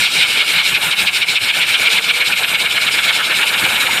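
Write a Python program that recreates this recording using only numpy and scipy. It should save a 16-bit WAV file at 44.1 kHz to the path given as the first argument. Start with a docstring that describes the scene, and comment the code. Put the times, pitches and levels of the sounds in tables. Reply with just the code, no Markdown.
"""A workshop, close to a steel bench. An air gun blows on a small metal piece lying there and spins it
up from about 5 to 9 turns a second. Twice a turn an edge cuts the jet with a roaring gust, the leading
one dropping in pitch; between them the open jet hisses brightly. Spilled air buffets the microphone,
and thin whistles and a faint hum come up as the piece gains speed."""
import sys
import numpy as np
from scipy import signal
from scipy.fft import rfft, irfft
from scipy.io import wavfile
from scipy.ndimage import uniform_filter1d

SR = 44100
rng = np.random.default_rng(int(sys.argv[2]) if len(sys.argv) > 2 else 0)


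def dump(signal):
    """Clip the signal to [-1, 1] and save it as 16-bit WAV at the path in sys.argv[1]."""
    limited = np.clip(np.atleast_2d(signal).T, -1, 1)
    pcm = np.round(limited * 32767).astype(np.int16)
    wavfile.write(sys.argv[1], SR, pcm)


N = 176400

# One row per turn, from the leading edge's cut: start_s, lead_db, trail_delay_turns, trail_db, hiss_db
ROTATIONS = [(-0.118, -5, 0.48, -3, 2.5), (0.064, 0.4, 0.48, -1.5, -2), (0.232, 2.9, 0.38, -1.6, -3.5),
             (0.415, 1.5, 0.39, -1.8, 1.0), (0.601, 1.5, 0.4, 1, 0.4), (0.76, 1.8, 0.43, -4, 2.0),
             (0.923, 3.5, 0.45, 1, 1.8), (1.082, 3.2, 0.48, 1, -0.5), (1.229, 0.7, 0.5, 0.5, -1),
             (1.367, 1.5, 0.48, -2.5, -0.1), (1.502, 2.0, 0.43, -2.5, 1.1), (1.632, 2.5, 0.44, -1.5, 1.2),
             (1.751, 4.5, 0.4, -2.5, 1.5), (1.872, 3.5, 0.48, 2.5, 1.3), (1.984, 2, 0.5, -0.9, -6),
             (2.105, 2.5, 0.46, -1, -2.3), (2.219, 1.7, 0.45, 2.3, -2.5), (2.331, 2.3, 0.41, -0.1, -1),
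             (2.444, 1, 0.39, -2, -0.5), (2.553, 2.5, 0.48, 0.5, -1.5), (2.662, 0.1, 0.46, 0.1, -4.5),
             (2.775, 2, 0.45, 1.0, -3), (2.882, 2.5, 0.45, 2, -0.5), (2.993, 1.2, 0.48, 1.2, -1.7),
             (3.099, 3.5, 0.44, 1.5, -2), (3.207, -1.5, 0.42, -0.5, -5.5), (3.32, -1.5, 0.39, 0.5, -0.5),
             (3.431, 0.0, 0.42, 1, -5), (3.545, 0, 0.42, 1, -6), (3.653, 2.5, 0.38, -2, -1.5),
             (3.763, 2.5, 0.43, 2, 0.5), (3.869, 0.3, 0.44, 2.5, 0.3), (3.976, 1, 0.45, 2, -0.1),
             (4.09, 8, 0.45, 8, 8)]


def chopped_jet():
    """Turbulent air chopped by the spinning piece: two gusts, open hiss and buffeting in every turn."""
    # Colour of the air noise over the bench: freq_hz, gain_db
    bench_colour = [(20, -44), (38, -48), (58, -25), (100, -22), (180, -19.5), (265, -20), (500, -17.5),
                    (760, -16.5), (880, -13.5), (1090, -17), (1230, -14), (1420, -7), (1540, -9),
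                    (1720, -7), (1900, -13), (2030, -11.5), (2140, -1.5), (2240, 1.56), (2440, -1),
                    (2630, -4.5), (2800, -3.5), (3300, -7.5), (3600, -7), (3870, -5.5), (4300, -12),
                    (4560, -17.5), (5000, -18.5), (5600, -20.5), (6250, -25), (7200, -18.5), (7750, -22),
                    (8200, -16.5), (9150, -18), (9550, -26), (10100, -23), (10700, -25.5), (11500, -20),
                    (12000, -30), (12650, -29), (13550, -27), (13900, -28), (15500, -31.5)]
    # Each part's share of that colour: freq_hz, gain_db
    lead_shape = [(300.0, -11.5), (900.0, -0.5), (1400.0, 1.1), (2300.0, 2.5), (3000.0, 4.5), (4000.0, 2.5),
                  (5200.0, 1.5), (7000.0, -5.5), (15000.0, -11)]
    trail_shape = [(300.0, -5.5), (900.0, -10.5), (1400.0, -4.5), (2300.0, -1.6), (3000.0, 1.4),
                   (4000.0, 2.5), (5200.0, 6.5), (7000.0, 0.1), (15000.0, -6.5)]
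    hiss_shape = [(200.0, 0.2), (900.0, -3), (2300.0, -0.85), (4000.0, -3), (5500.0, -3), (8500.0, 0.1),
                  (15000.0, 1.5)]
    buffet_shape = [(30.0, -3), (100.0, -4), (200.0, -1.5), (400.0, -3), (900.0, -0.6), (3000.0, -12)]
    steady_shape = [(60, 3), (400, 0.5), (1400, 1.5), (2200, -5), (4000, -4.5), (6000, -4), (9000, -1.2),
                    (15000, 0)]  # hiss that is never shadowed
    frame, hop, rms_db = 512, 64, -14.5
    body_below_hz, top_above_hz, pivot_hz = 2000, 3580, 2550
    hz, t, noise = signal.stft(rng.standard_normal(N), SR, nperseg=frame, noverlap=frame - hop)
    t = t[:, None]
    turn = turns_made(t)
    _, lead_db, trail_delay_turns, trail_db, hiss_db = np.transpose(ROTATIONS)
    rise_turns, trail_turns, body_db, top_db, steady_db, buffet_db, _ = jet_contact(t)
    body = 1 / (1 + (hz / body_below_hz) ** 40)
    top = 1 - 1 / (1 + (hz / top_above_hz) ** 8)
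    gust_gain = amp(body_db * body + top_db * top)
    octaves_down = np.log2(pivot_hz / np.clip(hz, 700, 5000))
    lead_turn = turn - 0.051 * octaves_down  # lows come later: the pitch drops
    trail_turn = turn + 0.043 * octaves_down - 0.4 * (hz < body_below_hz)  # sweeps up; body comes late
    lead = swell(lead_turn, rise_turns, 0.07, lead_db)
    trail = swell(trail_turn, trail_turns, trail_turns, trail_db, trail_delay_turns)
    power = (gust_gain * gain_at(lead_shape, hz)) ** 2 * lead
    power += (gust_gain * gain_at(trail_shape, hz)) ** 2 * trail
    power += gain_at(hiss_shape, hz) ** 2 * swell(turn - 0.55, 0.15, 0.22, hiss_db)
    power += (amp(buffet_db) * gain_at(buffet_shape, hz)) ** 2 * swell(turn - 0.81, 0.1, 0.1)
    power += (amp(steady_db) * gain_at(steady_shape, hz)) ** 2
    # Contrast boost: makes the gusts stand out and the gaps between them quieter.
    power *= (power / uniform_filter1d(power, size=110, axis=0)) ** 0.17
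    eddy_db = 1.86 * eddies(power.shape, frames=14, bins=4)
    flutter_db = 0.6 * eddies(t.shape, frames=3, bins=1)
    treble_drift_db = 1.47 * top * eddies(power.shape, frames=200, bins=2)
    envelope = np.sqrt(power) * amp(eddy_db + flutter_db + treble_drift_db)
    air = signal.istft(noise * envelope.T, SR, nperseg=frame, noverlap=frame - hop)[1][:N]
    colour = gain_at(bench_colour, np.fft.rfftfreq(2 * N, 1 / SR))
    return amp(rms_db) * unit_rms(irfft(rfft(air, 2 * N) * colour)[:N])


def turns_made(t):
    """Angle of the piece at times t, in turns."""
    return np.interp(t, np.transpose(ROTATIONS)[0], np.arange(len(ROTATIONS)))


def jet_contact(t):
    """How the jet meets the piece at times t: slowly changing gust widths and levels."""
    # time_s, lead_rise_turns, trail_width_turns, body_db, top_db, steady_db, buffet_db, whistle_db
    contact = [(0.0, 0.14, 0.2, -5.5, 5.5, -9.5, -6, -16.5), (0.3, 0.2, 0.14, -6.5, 1.5, -3, 1.5, -13),
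               (0.6, 0.16, 0.15, -1.2, 1.0, -6.5, -4, -10), (0.8, 0.023, 0.084, -2.8, 0.2, -6, -1, 2),
               (1.3, 0.076, 0.11, -7, 0.5, -13, -1.5, -30), (1.9, 0.096, 0.17, -3.5, -0.6, -4.8, -0.5, -13),
               (2.4, 0.058, 0.093, -1.8, -1.3, -7, 5, 3.5), (2.9, 0.071, 0.12, 0.5, -2, -2.5, -3.9, -7.5),
               (3.3, 0.11, 0.15, 4.5, 0, -3.5, -1.3, -12), (3.65, 0.053, 0.061, 4, -2, 1.4, -2.5, 2.5),
               (4.0, 0.011, 0.066, 1, -8, 0.6, -5, -6)]
    time_s, *columns = np.transpose(contact)
    return [np.interp(t, time_s, column) for column in columns]


def swell(turn, rise_turns, fall_turns, levels_db=(0,), delays_turns=(0,)):
    """Power of a bell-shaped swell in every turn, each with its own level and delay."""
    power = 0
    for neighbour in (-1, 0, 1):
        index = np.floor(turn).astype(int) + neighbour
        past_peak = turn - index - np.take(delays_turns, index, mode="clip")
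        bell = np.exp(-.5 * (past_peak / np.where(past_peak < 0, rise_turns, fall_turns)) ** 2)
        power = power + np.take(amp(levels_db) ** 2, index, mode="clip") * bell
    return power


def eddies(shape, frames, bins):
    """Turbulence: random patches in time and frequency, rms 1."""
    streaks = uniform_filter1d(rng.standard_normal(shape), frames, axis=0)
    return unit_rms(uniform_filter1d(streaks, bins, axis=1))


def stray_blasts():
    """Air thrown off the piece: soft low thumps on the microphone and short hollow rushes."""
    # peak_s, sigma_s, centre_hz, width_hz, level_db
    blasts = [(0.01, 0.0097, 131, 139, -33), (0.193, 0.0099, 167, 80, -36), (0.566, .014, 156, 90, -35),
              (0.727, 0.019, 151, 120, -33), (0.842, 0.011, 880, 250, -28), (0.875, .013, 156, 130, -34.5),
              (1.028, 0.019, 147, 120, -34.5), (1.303, 0.011, 162, 80, -34), (1.444, .022, 106, 50, -36),
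              (1.629, .008, 150, 80, -45), (1.94, 0.011, 190, 120, -34), (2.314, 0.013, 870, 150, -28),
              (3.427, 0.022, 880, 200, -29.5), (3.642, 0.0072, 230, 520, -27),
              (3.668, 0.0057, 890, 200, -24), (3.893, .008, 910, 200, -24), (3.935, 0.029, 209, 140, -35)]
    t = np.arange(N) / SR
    return sum(amp(level_db) * np.exp(-.5 * ((t - peak_s) / sigma_s) ** 2) * noise_band(hz, width_hz)
               for peak_s, sigma_s, hz, width_hz, level_db in blasts)


def whistles():
    """Thin whistles and a hollow low hoot of air over the metal, each swelling once a turn."""
    # Whistle bands: pitch_hz, width_hz, level_db
    bands = [(8860, 200, -51), (11300, 70, -49), (11470, 150, -38.5), (13600, 200, -50), (15420, 90, -51)]
    t = np.arange(N) / SR
    turn, whistle_db = turns_made(t), jet_contact(t)[-1]
    thin = sum(amp(db + whistle_db) * noise_band(hz, width_hz) for hz, width_hz, db in bands)
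    hoot = amp(-49.5) * noise_band(centre_hz=175, width_hz=32)
    return thin * np.sqrt(swell(turn - 0.8, 0.3, 0.3)) + hoot * np.sqrt(swell(turn - 0.88, 0.2, 0.2))


def hum():
    """A faint, wavering tone that rises while the piece picks up speed."""
    # time_s, pitch_hz, level_db
    glide = [(1.7, 430, -72), (1.87, 445, -41), (2.05, 470, -46.5), (2.29, 501, -37.5), (2.55, 532, -68.5)]
    time_s, pitch_hz, level_db = np.transpose(glide)
    t = np.arange(N) / SR
    tone = np.sqrt(2) * np.sin(2 * np.pi * np.cumsum(np.interp(t, time_s, pitch_hz)) / SR)
    waver = noise_band(centre_hz=0, width_hz=14)
    return amp(np.interp(t, time_s, level_db)) * tone * waver


def room_tail(x, level_db=-16.5, t60_s=0.2, gap_s=0.004):
    """The workshop's short, faint reverberation."""
    t = np.arange(SR // 2) / SR
    tail = rng.standard_normal(len(t)) * np.exp(-np.log(1000) * t / t60_s) * (t > gap_s)
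    return amp(level_db) * signal.fftconvolve(x, tail / np.linalg.norm(tail))[:N]


def noise_band(centre_hz, width_hz):
    """Noise in one narrow resonance, rms 1."""
    hz = np.fft.rfftfreq(N, 1 / SR)
    return unit_rms(irfft(rfft(rng.standard_normal(N)) / (1 + (2 * (hz - centre_hz) / width_hz) ** 2), N))


def gain_at(spectrum, hz):
    """Gain of a spectrum table, interpolated over log frequency."""
    freq_hz, gain_db = np.transpose(spectrum)
    return amp(np.interp(np.log(hz + 1), np.log(freq_hz + 1), gain_db))


def amp(db):
    """Decibels to gain."""
    return 10 ** (np.asarray(db) / 20)


def unit_rms(x):
    """Scales to rms 1."""
    return x / np.sqrt(np.mean(x ** 2) + 1e-20)


def scene():
    """The jet and its tones with the room's tail, plus dry stray blasts; mono."""
    air = chopped_jet() + whistles() + hum()
    return (air + room_tail(air) + stray_blasts())[None]


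def record(dry, ceiling=0.78, cutoff_hz=15560):
    """Rounds off the highest peaks, then low-passes."""
    rounded = dry / (1 + (dry / ceiling) ** 6) ** (1 / 6)
    lowpass = signal.firwin(1023, cutoff_hz, window=("kaiser", 9), fs=SR)
    return signal.oaconvolve(rounded, lowpass[None], "same")


dry = scene()
out = record(dry)
dump(out)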